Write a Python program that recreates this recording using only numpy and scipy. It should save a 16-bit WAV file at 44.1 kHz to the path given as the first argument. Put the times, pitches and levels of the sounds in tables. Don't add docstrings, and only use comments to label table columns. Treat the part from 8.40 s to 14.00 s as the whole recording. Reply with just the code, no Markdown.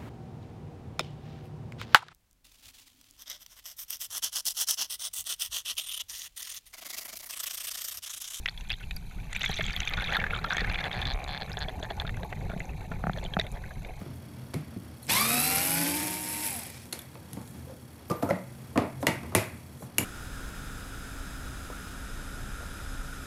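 import sys
import numpy as np
from scipy import signal
from scipy.io import wavfile
from scipy.ndimage import uniform_filter1d

SR = 44100
rng = np.random.default_rng(int(sys.argv[2]) if len(sys.argv) > 2 else 0)


def gain_from_db(level_db):
    decades = np.asarray(level_db, float) / 20
    return 10 ** decades


def wav_out(sig):
    wavfile.write(sys.argv[1], SR, np.round(np.clip(np.atleast_2d(sig).T, -1, 1) * 32767).astype(np.int16))


N = 246959
t = np.arange(N) / SR


def evened(x):
    return x / np.sqrt(np.mean(x ** 2) + 1e-20)


def read(points, hz):
    f, value = np.transpose(points)
    return np.interp(np.log(hz + 1), np.log(f + 1), value)


def add(mix, s, sound):
    part = mix[max(round(s * SR), 0):][:len(sound)]
    part += sound[:len(part)]


def ring(hz, cycles, glide=0., rise=0.29):
    u = np.arange(int(cycles * SR / hz) + 8) * hz / SR
    tone = np.sin(2 * np.pi * (u + glide * u ** 2 / cycles))
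    return tone * gain_from_db(-60 * u / cycles) * (1 - np.exp(-u / rise)) ** 2


def struck(modes, bright_db=0., chance=np.zeros((2, 5))):
    out = np.zeros(3000)
    for (hz, cycles, db), detune, shift in zip(modes, *chance):
        level_db = db + bright_db * (hz > 2900) + 3.0 * shift
        add(out, 0, gain_from_db(level_db) * ring(hz * (1 + .03 * detune), cycles, rise=hz / 2600))
    return out


def snap(points):
    level_db = read(points, abs(np.fft.fftfreq(4096, 1 / SR)))
    log_gain = np.log(gain_from_db(np.maximum(level_db, -100)))
    pulse = np.fft.ifft(np.exp(np.conj(signal.hilbert(log_gain)))).real[:1024]
    return pulse / abs(pulse).max()


def noise(points, size, patchy_db, flicker_db):
    frames, hz = 4 * N // size + 5, np.fft.rfftfreq(size, 1 / SR)
    a, b, patches = rng.standard_normal((frames, len(hz), 3)).T
    patches = evened(uniform_filter1d(uniform_filter1d(patches, size=6, axis=0), size=6, axis=1))
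    flicker = evened(uniform_filter1d(rng.standard_normal(frames), size=3))
    level_db = read(points, hz)[:, None] + patchy_db * patches + flicker_db * flicker
    z = (a + 1j * b) * gain_from_db(level_db)
    return evened(signal.istft(z, nperseg=size, noverlap=size - size // 4)[1][:N])


# (pitch [Hz], rms level [dB])
WHINE_TONES = [(11075, -88), (12557, -90), (13067, -76), (13127, -79)]


def whine():
    tones = [np.sqrt(2) * gain_from_db(db) * np.sin(2 * np.pi * (hz * t + rng.random())) for hz, db in WHINE_TONES]
    return sum(tones)


# (pitch [Hz], level per Hz [dB])
HISS_SPECTRUM = [(150, -71), (250, -48), (554, -7.5), (883, 6), (1230, -35), (1640, -0.5), (1860, -47),
                 (2360, 8), (2910, -23), (3970, -1), (5330, -17.5), (6120, -7), (8800, -17), (10400, -9.5),
                 (12500, -16.5), (15150, -20), (15500, -52)]


def hiss():
    return gain_from_db(-58.5) * noise(HISS_SPECTRUM, size=256, patchy_db=2.8, flicker_db=2.4)


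# (time [s], amount [dB], coarseness: large bubbles over small [dB])
SHED_AIR = [(0, -63.5, -15), (.88, -54.5, -1), (.97, -48.5, -17), (1.11, -43.5, -26.5), (1.57, -41.5, -6),
            (1.65, -36, -11), (1.89, -42, -1), (2.56, -41, -5), (2.74, -51, 4), (3.15, -47.5, 1.5),
            (3.4, -55, 11.5), (4.62, -53, 7.5), (5.6, -56.5, 7)]


def flow(amount=1.0, coarse=0.):
    s, amount_db, coarse_db = np.transpose(SHED_AIR)
    return gain_from_db(np.interp(t, s, amount * amount_db + coarse * coarse_db))


# (pitch [Hz], level per Hz [dB])
RUMBLE_SPECTRUM = [(7.1, -5), (12, 21.5), (30, 0), (120, -12), (173, -14), (254, -27.5), (316, -34),
                   (400, -29.5), (520, -45.5), (880, -120)]
# (time [s], level [dB])
STREAMING_WATER = [
    (0.0, -47.5),
    (1.25, -40.5),
    (1.54, -42),
    (2.14, -37.5),
    (2.37, -38),
    (2.71, -36),
    (2.92, -41),
    (4.16, -38.5),
    (4.35, -36.5),
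    (5.6, -42),
]


def rumble():
    low = noise(RUMBLE_SPECTRUM, size=2048, patchy_db=-1.3, flicker_db=3.0)
    deep = signal.filtfilt(*signal.butter(2, 48.6, fs=SR), low)
    s, db = np.transpose(STREAMING_WATER)
    sway = gain_from_db(-8.5) * flow(0.047, -.22) * deep
    drone = gain_from_db(np.interp(t, s, db) + 41.5) * (low - deep)
    return gain_from_db(-31) * (sway + drone)


# (time [s], level [dB], ring pitch [Hz], bare click level [dB])
TICK_TIMES = [(0.176, -50, 10000, -48), (0.3031, -40, 10900, -44), (0.5105, -51, 11300, -46),
              (0.564, -30, 11400, -41), (0.9267, -49, 9390, -49), (0.9706, -39, 11600, -44),
              (0.9945, -37, 12600, -46), (1.0539, -38, 12400, -46), (1.0918, -42, 9300, -46),
              (1.1133, -34, 11400, -46), (1.1704, -42, 10500, -46), (1.222, -44, 12400, -46),
              (1.3636, -32, 11800, -48), (1.4036, -46, 10200, -52), (1.452, -45, 12000, -46),
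              (1.4979, -37, 12600, -48), (1.6225, -41, 10500, -41), (1.733, -50, 11200, -44),
              (1.7458, -47, 11100, -46), (1.768, -32, 11800, -46), (1.928, -41, 10400, -49),
              (2.0606, -43, 12000, -46), (2.1675, -50, 9950, -46), (2.327, -41, 10400, -46),
              (2.6125, -54, 11300, -44), (2.7556, -50, 10000, -46), (2.841, -47, 10500, -46),
              (3.19, -44, 10100, -46), (3.2972, -49, 10200, -46), (3.6141, -40, 11900, -46),
              (3.7682, -51, 10500, -42), (3.8486, -45, 12000, -46), (4.6694, -60, 11000, -41),
              (4.9949, -44, 9650, -44), (5.0667, -50, 10100, -43), (5.1172, -50, 9750, -38),
              (5.1235, -42, 10400, -37), (5.2938, -50, 10300, -45)]


def ticks():
    out = np.zeros(N)
    for s, db, hz, click_db in TICK_TIMES:
        add(out, s, gain_from_db(db + 1.5) * ring(hz, 60.0, rise=0.32))
        add(out, s, gain_from_db(click_db + 14.0) * ring(9100, 3.5))
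    return out


# (time [s], level [dB], ring pitch [Hz], thud level [dB])
SOFT_KNOCKS = [(1.095, -34, 770, -33), (1.193, -32, 630, -62), (1.787, -38.5, 786, -35),
               (2.045, -39, 910, -41), (2.166, -37, 710, -40), (2.218, -41.5, 457, -33),
               (4.206, -43, 677, -53), (3.115, -45, 720, -59), (3.17, -35.5, 720, -47),
               (3.282, -36.5, 640, -45), (3.402, -41, 705, -46), (3.429, -36.5, 620, -44),
               (3.508, -34.5, 670, -45), (3.646, -41, 645, -36), (3.832, -37.5, 660, -45),
               (3.924, -38, 670, -53), (4.134, -38, 620, -34.5), (4.514, -41, 664, -33),
               (4.163, -40.5, 695, -31), (4.774, -37.5, 606, -48), (4.85, -40, 685, -40),
               (4.991, -29.5, 647, -41), (5.494, -42.5, 696, -51), (4.098, -39, 680, -37)]
# (time [s], level [dB])
HARD_BUMPS = [
    (4.6393, -22),
    (4.669, -20),
    (4.696, -20.5),
    (4.9679, -16),
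]
# (pitch [Hz], fade [cycles], level [dB])
BUMPED_CASE = [
    (1286, 6.3, 13.5),
    (2100, 8, -25),
    (760, 10.1, 6.5),
    (177.4, 10.4, 0),
]


def knocks():
    out = np.zeros(N)
    for s, db, hz, thud_db in SOFT_KNOCKS:
        add(out, s, gain_from_db(db + 9.5) * ring(hz, 23.0))
        add(out, s, gain_from_db(db + 5.5) * ring(439, 13.5))
        add(out, s, -gain_from_db(thud_db + 9.0) * ring(173, 8.8))
    for s, db in HARD_BUMPS:
        add(out, s, -gain_from_db(db) * struck(BUMPED_CASE))
    return out


# (start [s], end [s], slip rate [1/s], level [dB], brightness [dB])
MOUNT_CREAKS = [(1.726, 1.765, 230, -25.5, -11.5), (2.375, 2.414, 173, -34, -1),
                (2.44, 2.485, 152, -25, -11), (2.541, 2.581, 123, -24.5, -6),
                (2.59, 2.627, 190, -28.5, -10), (2.676, 2.73, 119, -28, 2.5),
                (2.877, 2.978, 141, -31.5, 1.5), (3.003, 3.035, 107, -29, 1.5),
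                (3.171, 3.189, 163, -26, -11), (3.205, 3.242, 152, -23.5, -0.5),
                (3.285, 3.307, 123, -30, -9), (3.426, 3.454, 170, -27, -12.5),
                (3.501, 3.52, 320, -32, -4.5), (3.6, 3.623, 173, -26, -15), (4.774, 4.802, 96, -31.5, -6.5),
                (4.733, 4.747, 62, -37, 5.5), (4.831, 4.845, 110, -44.5, 10)]
# (pitch [Hz], fade [cycles], level [dB])
SLIPPING_MOUNT = [
    (4150, 30, 3),
    (3500, 32, 1),
    (2350, 20, -8),
    (1700, 18, 0),
    (780, 10, -3),
]


def creaks():
    out = np.zeros(N)
    chances = rng.standard_normal((len(MOUNT_CREAKS), 24, 3, 5))
    for (start, end, per_s, db, bright_db), chance in zip(MOUNT_CREAKS, chances):
        uneven = max(0.00319 * (per_s - 125), .07)
        gaps = np.maximum(1 + uneven * chance[:, 2, 0], .3) / per_s
        times = start + np.cumsum(gaps) - gaps[0]
        vary = min(3 * uneven + .5, 1)
        for s, slip in zip(times[times < end], chance):
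            add(out, s, gain_from_db(db + 2.5 * slip[2, 1]) * struck(SLIPPING_MOUNT, bright_db, vary * slip[:2]))
    return out


# (time [s], bubble rate [1/s], level [dB])
LEAKING_SEAM = [
    (2.12, 84, -55),
    (2.3, 78.9, -33.5),
    (2.544, 73.4, -30.5),
    (2.774, 69.0, -29),
    (2.962, 65.7, -31),
    (3.1, 62.5, -38),
    (3.2, 60.5, -58),
]
# (pitch [Hz], fade [cycles], level [dB])
LEAKED_BUBBLE = [
    (790, 12, 0),
    (1030, 15, -5),
    (2300, 22, 1),
]


def leak():
    s, per_s, db = np.transpose(LEAKING_SEAM)
    turns = np.cumsum(np.interp(t, s, per_s, 0, 0)) / SR + .35
    strength = gain_from_db(np.interp(t, s, db) + 0.31 * rng.standard_normal(N))
    births = np.diff(np.floor(turns), prepend=0) * strength
    return signal.oaconvolve(births, struck(LEAKED_BUBBLE))[:N]


# (pitch [Hz], level [dB])
CASE_WALL = [(150, -22), (250, -15), (442, -5.5), (508, -4.5), (796, 5), (1090, -6.5), (1640, 5.5),
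             (2410, 8.5), (2960, -2.5), (3520, 1.5), (5420, -25), (6120, -15), (8060, -32), (12000, -23),
             (15600, -67)]


def swarm(clumps, low_hz, high_hz, cycles, per_s, spread_db, count=14):
    out = np.zeros(N)
    for hz, (life, glide) in zip(np.geomspace(low_hz, high_hz, count), rng.random((count, 2))):
        luck = rng.random(N) * count * SR / per_s
        size = (luck < 1) * gain_from_db(spread_db * np.minimum(-np.log(luck + 1e-9), 2.5))
        bubble = ring(hz, cycles * (1.06 + life), 0.32 * (glide - .3))
        out += gain_from_db(read(CASE_WALL, hz)) * signal.oaconvolve(size * clumps, bubble)[:N]
    return evened(out)


def trickling():
    clumps = gain_from_db(3.8 * evened(uniform_filter1d(rng.standard_normal(N), size=700)))
    fine = gain_from_db(-17) * flow(coarse=-0.75) + gain_from_db(-70)
    gurgle = gain_from_db(-2.0) * flow(coarse=0.84) * swarm(clumps, 264.0, 1040, 18.0, 900, 3.1)
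    trickle = gain_from_db(-1.5) * flow() * swarm(clumps, 1107, 2748, 36.0, 520, 6.0)
    fizz = gain_from_db(-1.0) * fine * swarm(clumps, 3043, 4530, 46.0, 400, 6.5)
    crackle = gain_from_db(-14) * fine * swarm(clumps, 5350, 15000, 30.0, 300, 3.0, count=10)
    strength = gain_from_db(3.5 * np.minimum(rng.exponential(1, N), 3))
    snaps = (rng.random(N) < 300 / SR) * strength * clumps
    burst = gain_from_db(-9.5) * flow(coarse=-.25) * evened(signal.oaconvolve(snaps, snap(CASE_WALL))[:N])
    return gurgle + trickle + fizz + crackle + burst


def pops(rows, cycles, apart, neighbour_db, snap_db, crunch_db):
    out, wall = np.zeros(N), snap(CASE_WALL)
    flutter = evened(uniform_filter1d(uniform_filter1d(rng.standard_normal(N), size=30), size=30))
    crunch_s, crunch_rise_s = .022, .0008
    fade = gain_from_db(-60 * t[:900] / crunch_s) * np.minimum(t[:900] / crunch_rise_s, 1)
    grit = rng.standard_normal((len(rows), 900)) * fade
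    grit = signal.oaconvolve(grit, wall[None] / np.linalg.norm(wall), axes=1)
    chances = rng.uniform(-1.26, 1, (len(rows), 4))
    for (s, db, hz), chance, crunch in zip(rows, chances, grit):
        add(out, s, gain_from_db(db + snap_db) * wall + gain_from_db(db + crunch_db) * crunch[:len(wall)])
        life, glide = cycles * (1 + 0.25 * chance[0]), 0.093 * (chance[1] + 0.35)
        add(out, s, gain_from_db(db + 4.0) * ring(hz, life, glide, rise=cycles / 40))
        higher_hz = hz * (1 + apart * (1 + .5 * chance[2]))
        lower_hz = hz * (1 - apart * (1 + .5 * chance[3]))
        add(out, s, gain_from_db(db + neighbour_db) * ring(higher_hz, 1.02 * cycles, rise=0.18))
        add(out, s, gain_from_db(db + neighbour_db - 5.5) * ring(lower_hz, 0.79 * cycles, rise=0.55))
    return out * (.9 + .4 * flutter)


# (start [s], length [s], level [dB], ring pitch [Hz])
BUBBLE_STRINGS = [(0.9487, .012, -28, 2470), (1.033, .004, -25, 2070), (1.187, .03, -28.5, 2190),
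                  (1.284, .026, -29.5, 2500), (1.576, .016, -27, 1505), (1.722, .004, -26, 1900),
                  (1.7466, .012, -20, 1744), (1.95, .014, -26.5, 1376), (2.117, .015, -22.5, 1465),
                  (2.168, .004, -22, 2100), (2.1932, .028, -23.5, 1805), (2.343, .004, -25, 2010),
                  (2.654, .022, -32, 1680), (4.095, .05, -39.5, 1426)]


def strung():
    rows = []
    chances = rng.standard_normal((len(BUBBLE_STRINGS), 8, 3))
    for (start, length, db, hz), chance in zip(BUBBLE_STRINGS, chances):
        gaps = 0.0096 * (1 + 0.19 * chance[:, 0])
        late = np.cumsum(gaps) - gaps[0]
        for s, c in zip(late, chance):
            if s < length:
                rows.append((start + s, db + c[1], hz * (1 + 0.05 * c[2]), db - 8))
    return rows


# (time [s], level [dB], ring pitch [Hz], wall level [dB])
CALM_POPS = [(0.0587, -19, 1960, -29.5), (0.0595, -20.5, 2500, -45), (0.0779, -20.5, 2560, -54),
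             (0.0853, -29.5, 1920, -22), (0.2092, -35, 2790, -57), (0.303, -29, 2510, -22.5),
             (0.3099, -21, 2530, -45), (0.3168, -26, 2700, -43), (0.3292, -33, 2780, -29),
             (0.338, -42, 1930, -29.5), (0.4268, -43, 2700, -60), (0.4319, -34.5, 2640, -60),
             (0.5097, -25, 2440, -31.5), (3.504, -33.5, 2800, -53), (3.6498, -32, 1350, -55),
             (3.676, -35, 1600, -29), (3.6936, -27.5, 1890, -42), (3.743, -34.5, 2100, -60),
             (3.771, -37, 1620, -55), (3.8307, -35, 1640, -46), (3.9274, -26.5, 1930, -67),
             (4.098, -35.5, 2230, -58), (4.2037, -28.5, 2064, -54), (4.517, -28, 1446, -55),
             (4.9366, -32, 1680, -25), (4.9903, -29, 2500, -32), (4.9967, -24, 1880, -19),
             (5.0122, -27, 1930, -29), (5.0665, -34.5, 2170, -38), (5.238, -36, 1590, -62),
             (5.308, -34.5, 1610, -66), (5.448, -35, 2300, -40)]
# (time [s], level [dB], ring pitch [Hz], wall level [dB])
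STREAM_POPS = [(0.9294, -27, 2050, -32), (0.963, -24, 2360, -28), (1.016, -27, 2870, -26),
               (1.0405, -18, 2070, -43), (1.0439, -19, 1930, -37), (1.0602, -26, 2200, -20),
               (1.2092, -22.5, 1730, -27), (1.2794, -29, 2160, -49), (1.4041, -25.5, 2790, -40),
               (1.4745, -20.5, 2400, -21), (1.506, -28.5, 2100, -45), (1.536, -30.5, 2450, -31),
               (1.5985, -24.5, 1470, -30), (1.6215, -27, 1660, -26.5), (1.733, -25, 1970, -33),
               (1.767, -18, 1360, -22), (1.8007, -21, 2190, -54), (1.8161, -25, 1640, -53),
               (1.8402, -17.5, 1600, -48), (1.866, -23.5, 1700, -55), (1.907, -24, 2250, -60),
               (1.934, -27, 1400, -52), (2.0443, -19.5, 1332, -32), (2.1058, -21, 1550, -28),
               (2.1247, -23, 1490, -35), (2.1465, -26, 1630, -45), (2.1816, -20, 1860, -27),
               (2.2448, -22.5, 1710, -45), (2.2985, -24, 1700, -37), (2.355, -20.5, 2240, -34)]
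# (time [s], level [dB], ring pitch [Hz])
FAINT_LARGE_POPS = [(0.2744, -49, 2470), (0.4379, -38, 2630), (1.0092, -28, 2650), (1.1655, -45, 2060),
                    (1.2639, -35, 2240), (1.3647, -35, 2460), (1.431, -29, 2470), (1.496, -40, 2020),
                    (1.5822, -29, 1460), (1.6071, -27, 2250), (1.672, -43, 1800), (1.6895, -27, 1330),
                    (1.929, -25.5, 1430), (1.9874, -32, 1340), (2.065, -33, 1380), (2.3355, -30, 2430),
                    (2.3874, -26, 2040), (2.4098, -26.5, 1710), (2.5142, -35, 1850), (2.6265, -28, 1790),
                    (2.8398, -43, 2240), (2.9474, -35, 1720), (4.1766, -39.5, 2460), (4.4072, -45, 2330)]
# (time [s], level [dB], ring pitch [Hz])
SMALL_POPS = [(0.0935, -31, 4480), (0.176, -33, 3430), (0.2958, -31.5, 3300), (0.318, -29, 4720),
              (0.5658, -30, 4760), (.9946, -32, 3970), (1.1767, -25, 3430), (1.2637, -29.5, 3300),
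              (1.331, -27.5, 4470), (1.3636, -21, 3450), (1.4527, -30, 3220), (1.6416, -25.5, 3770),
              (1.672, -26.5, 3340), (1.751, -22, 3760), (1.9465, -27, 3160), (1.9889, -33, 3840),
              (2.1686, -23.5, 3335), (2.3876, -27.5, 3280), (2.4406, -21, 3490), (2.6168, -23, 3490),
              (2.6536, -22.5, 3520), (2.6705, -22, 3860), (2.8408, -34.5, 3960), (3.118, -29, 3680),
              (3.1703, -27, 3400), (3.2837, -27.5, 3300), (3.4275, -27, 3370), (3.599, -19.5, 3410),
              (4.85, -30, 3600), (4.8606, -31.5, 3170),
              (0.2723, -44, 3380), (0.3554, -43, 3150), (0.9744, -36, 3860), (1.0469, -26, 3530),
                    (1.1149, -25, 3900), (1.1343, -35, 3500), (1.1701, -27, 3480), (1.2406, -28.5, 3360),
                    (1.3063, -35, 3130), (1.4021, -29, 3700), (1.4306, -30, 3300), (1.4894, -28, 3350),
                    (1.5243, -37, 3490), (1.5368, -19.5, 3880), (1.5712, -28.5, 3440), (1.661, -33, 3630),
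                    (1.7035, -30, 3350), (1.7373, -24, 3300), (1.7923, -52, 3400), (1.8397, -42, 3600),
                    (1.9419, -31, 3350), (1.9614, -34, 3600), (2.0287, -51, 3710), (2.0426, -25, 4090),
                    (2.0606, -31, 3300), (2.086, -33, 3460), (2.1014, -28.5, 3750), (2.1225, -27, 3780),
                    (2.2073, -25, 4210), (2.2463, -32, 3900), (2.2961, -28.5, 4100), (2.3451, -26, 3340),
                    (2.4064, -29, 3640), (2.5136, -32, 3270), (2.5285, -22, 3680), (2.6269, -25, 3480),
                    (2.7364, -34, 3770), (3.0613, -37, 4020), (3.6674, -32, 3760), (3.8317, -38, 3750),
                    (4.786, -35, 3320)]
# (time [s], level [dB], ring pitch [Hz])
TINY_POPS = [(.0584, -34, 5200), (.2089, -44, 6100), (.5104, -41.5, 7050), (.9302, -27.5, 6960),
             (.952, -35.5, 5900), (.9629, -34.5, 7260), (1.032, -31, 6300), (1.0497, -30, 6600),
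             (1.1879, -37, 7100), (1.2309, -33, 5940), (1.2639, -32.5, 6900), (1.3064, -40, 6700),
             (1.403, -23.5, 5900), (1.4807, -33, 6200), (1.7277, -36, 6060), (2.1337, -34, 5950),
             (2.1676, -32.5, 6450), (2.841, -33.5, 6670), (3.131, -33.5, 5030), (3.1899, -37, 6500),
             (0.194, -52, 6050), (0.289, -42, 7210), (1.0076, -45, 6430), (1.0764, -35, 5700),
                   (1.105, -35, 5950), (1.1338, -50, 6450), (1.156, -47, 6040), (1.2524, -38, 6520),
                   (1.2794, -44, 6030), (1.2915, -41, 6400), (1.32, -49, 6580), (1.3567, -42, 6660),
                   (1.452, -37, 6500), (1.5363, -47, 5360), (1.5716, -41, 6300), (1.9535, -46, 6900),
                   (1.9734, -43, 7040), (2.0938, -45, 6060), (2.1464, -41, 6400), (2.1954, -43, 5800),
                   (2.3436, -53, 5890), (2.4048, -57, 5500), (2.4683, -50, 7800), (2.6693, -41, 6270),
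                   (2.7354, -40.5, 6150), (2.8813, -43, 6740), (3.0953, -44, 6430), (3.3976, -44, 6100),
                   (3.4342, -43.5, 6800), (3.5682, -43, 6050), (3.768, -46, 6170), (4.1962, -41, 6800),
                   (4.2544, -41.5, 6220), (4.774, -46, 5980), (4.8406, -40, 6970), (4.9959, -40, 5760),
                   (5.012, -40, 5500), (5.1166, -43, 7010)]


def popping():
    big = np.array(CALM_POPS + STREAM_POPS + strung())
    wall_hz = 3480 * (1 + 0.025 * rng.standard_normal(len(big)))
    wall = np.column_stack([big[:, [0, 3]], wall_hz])
    large = pops(list(big[:, :3]) + FAINT_LARGE_POPS, 42.0, 0.17, -3.5, -11.0, -12.0)
    small = pops(list(wall) + SMALL_POPS, 62.0, 0.164, -8.5, -7.5, -16.5)
    tiny = pops(TINY_POPS, 73.0, 0.13, -5.0, -30.0, -14.0)
    return large + small + tiny


def scene():
    background = whine() + hiss() + rumble()
    case = ticks() + knocks() + creaks()
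    bubbles = leak() + trickling() + popping()
    return (background + case + bubbles)[None]


def band_limit(x):
    return signal.sosfilt(signal.butter(12, 15500, fs=SR, output="sos"), x)


def record(dry):
    ceiling = .3
    mix = ceiling * np.tanh(dry / ceiling)
    return band_limit(mix)


dry = scene()
out = record(dry)
wav_out(out)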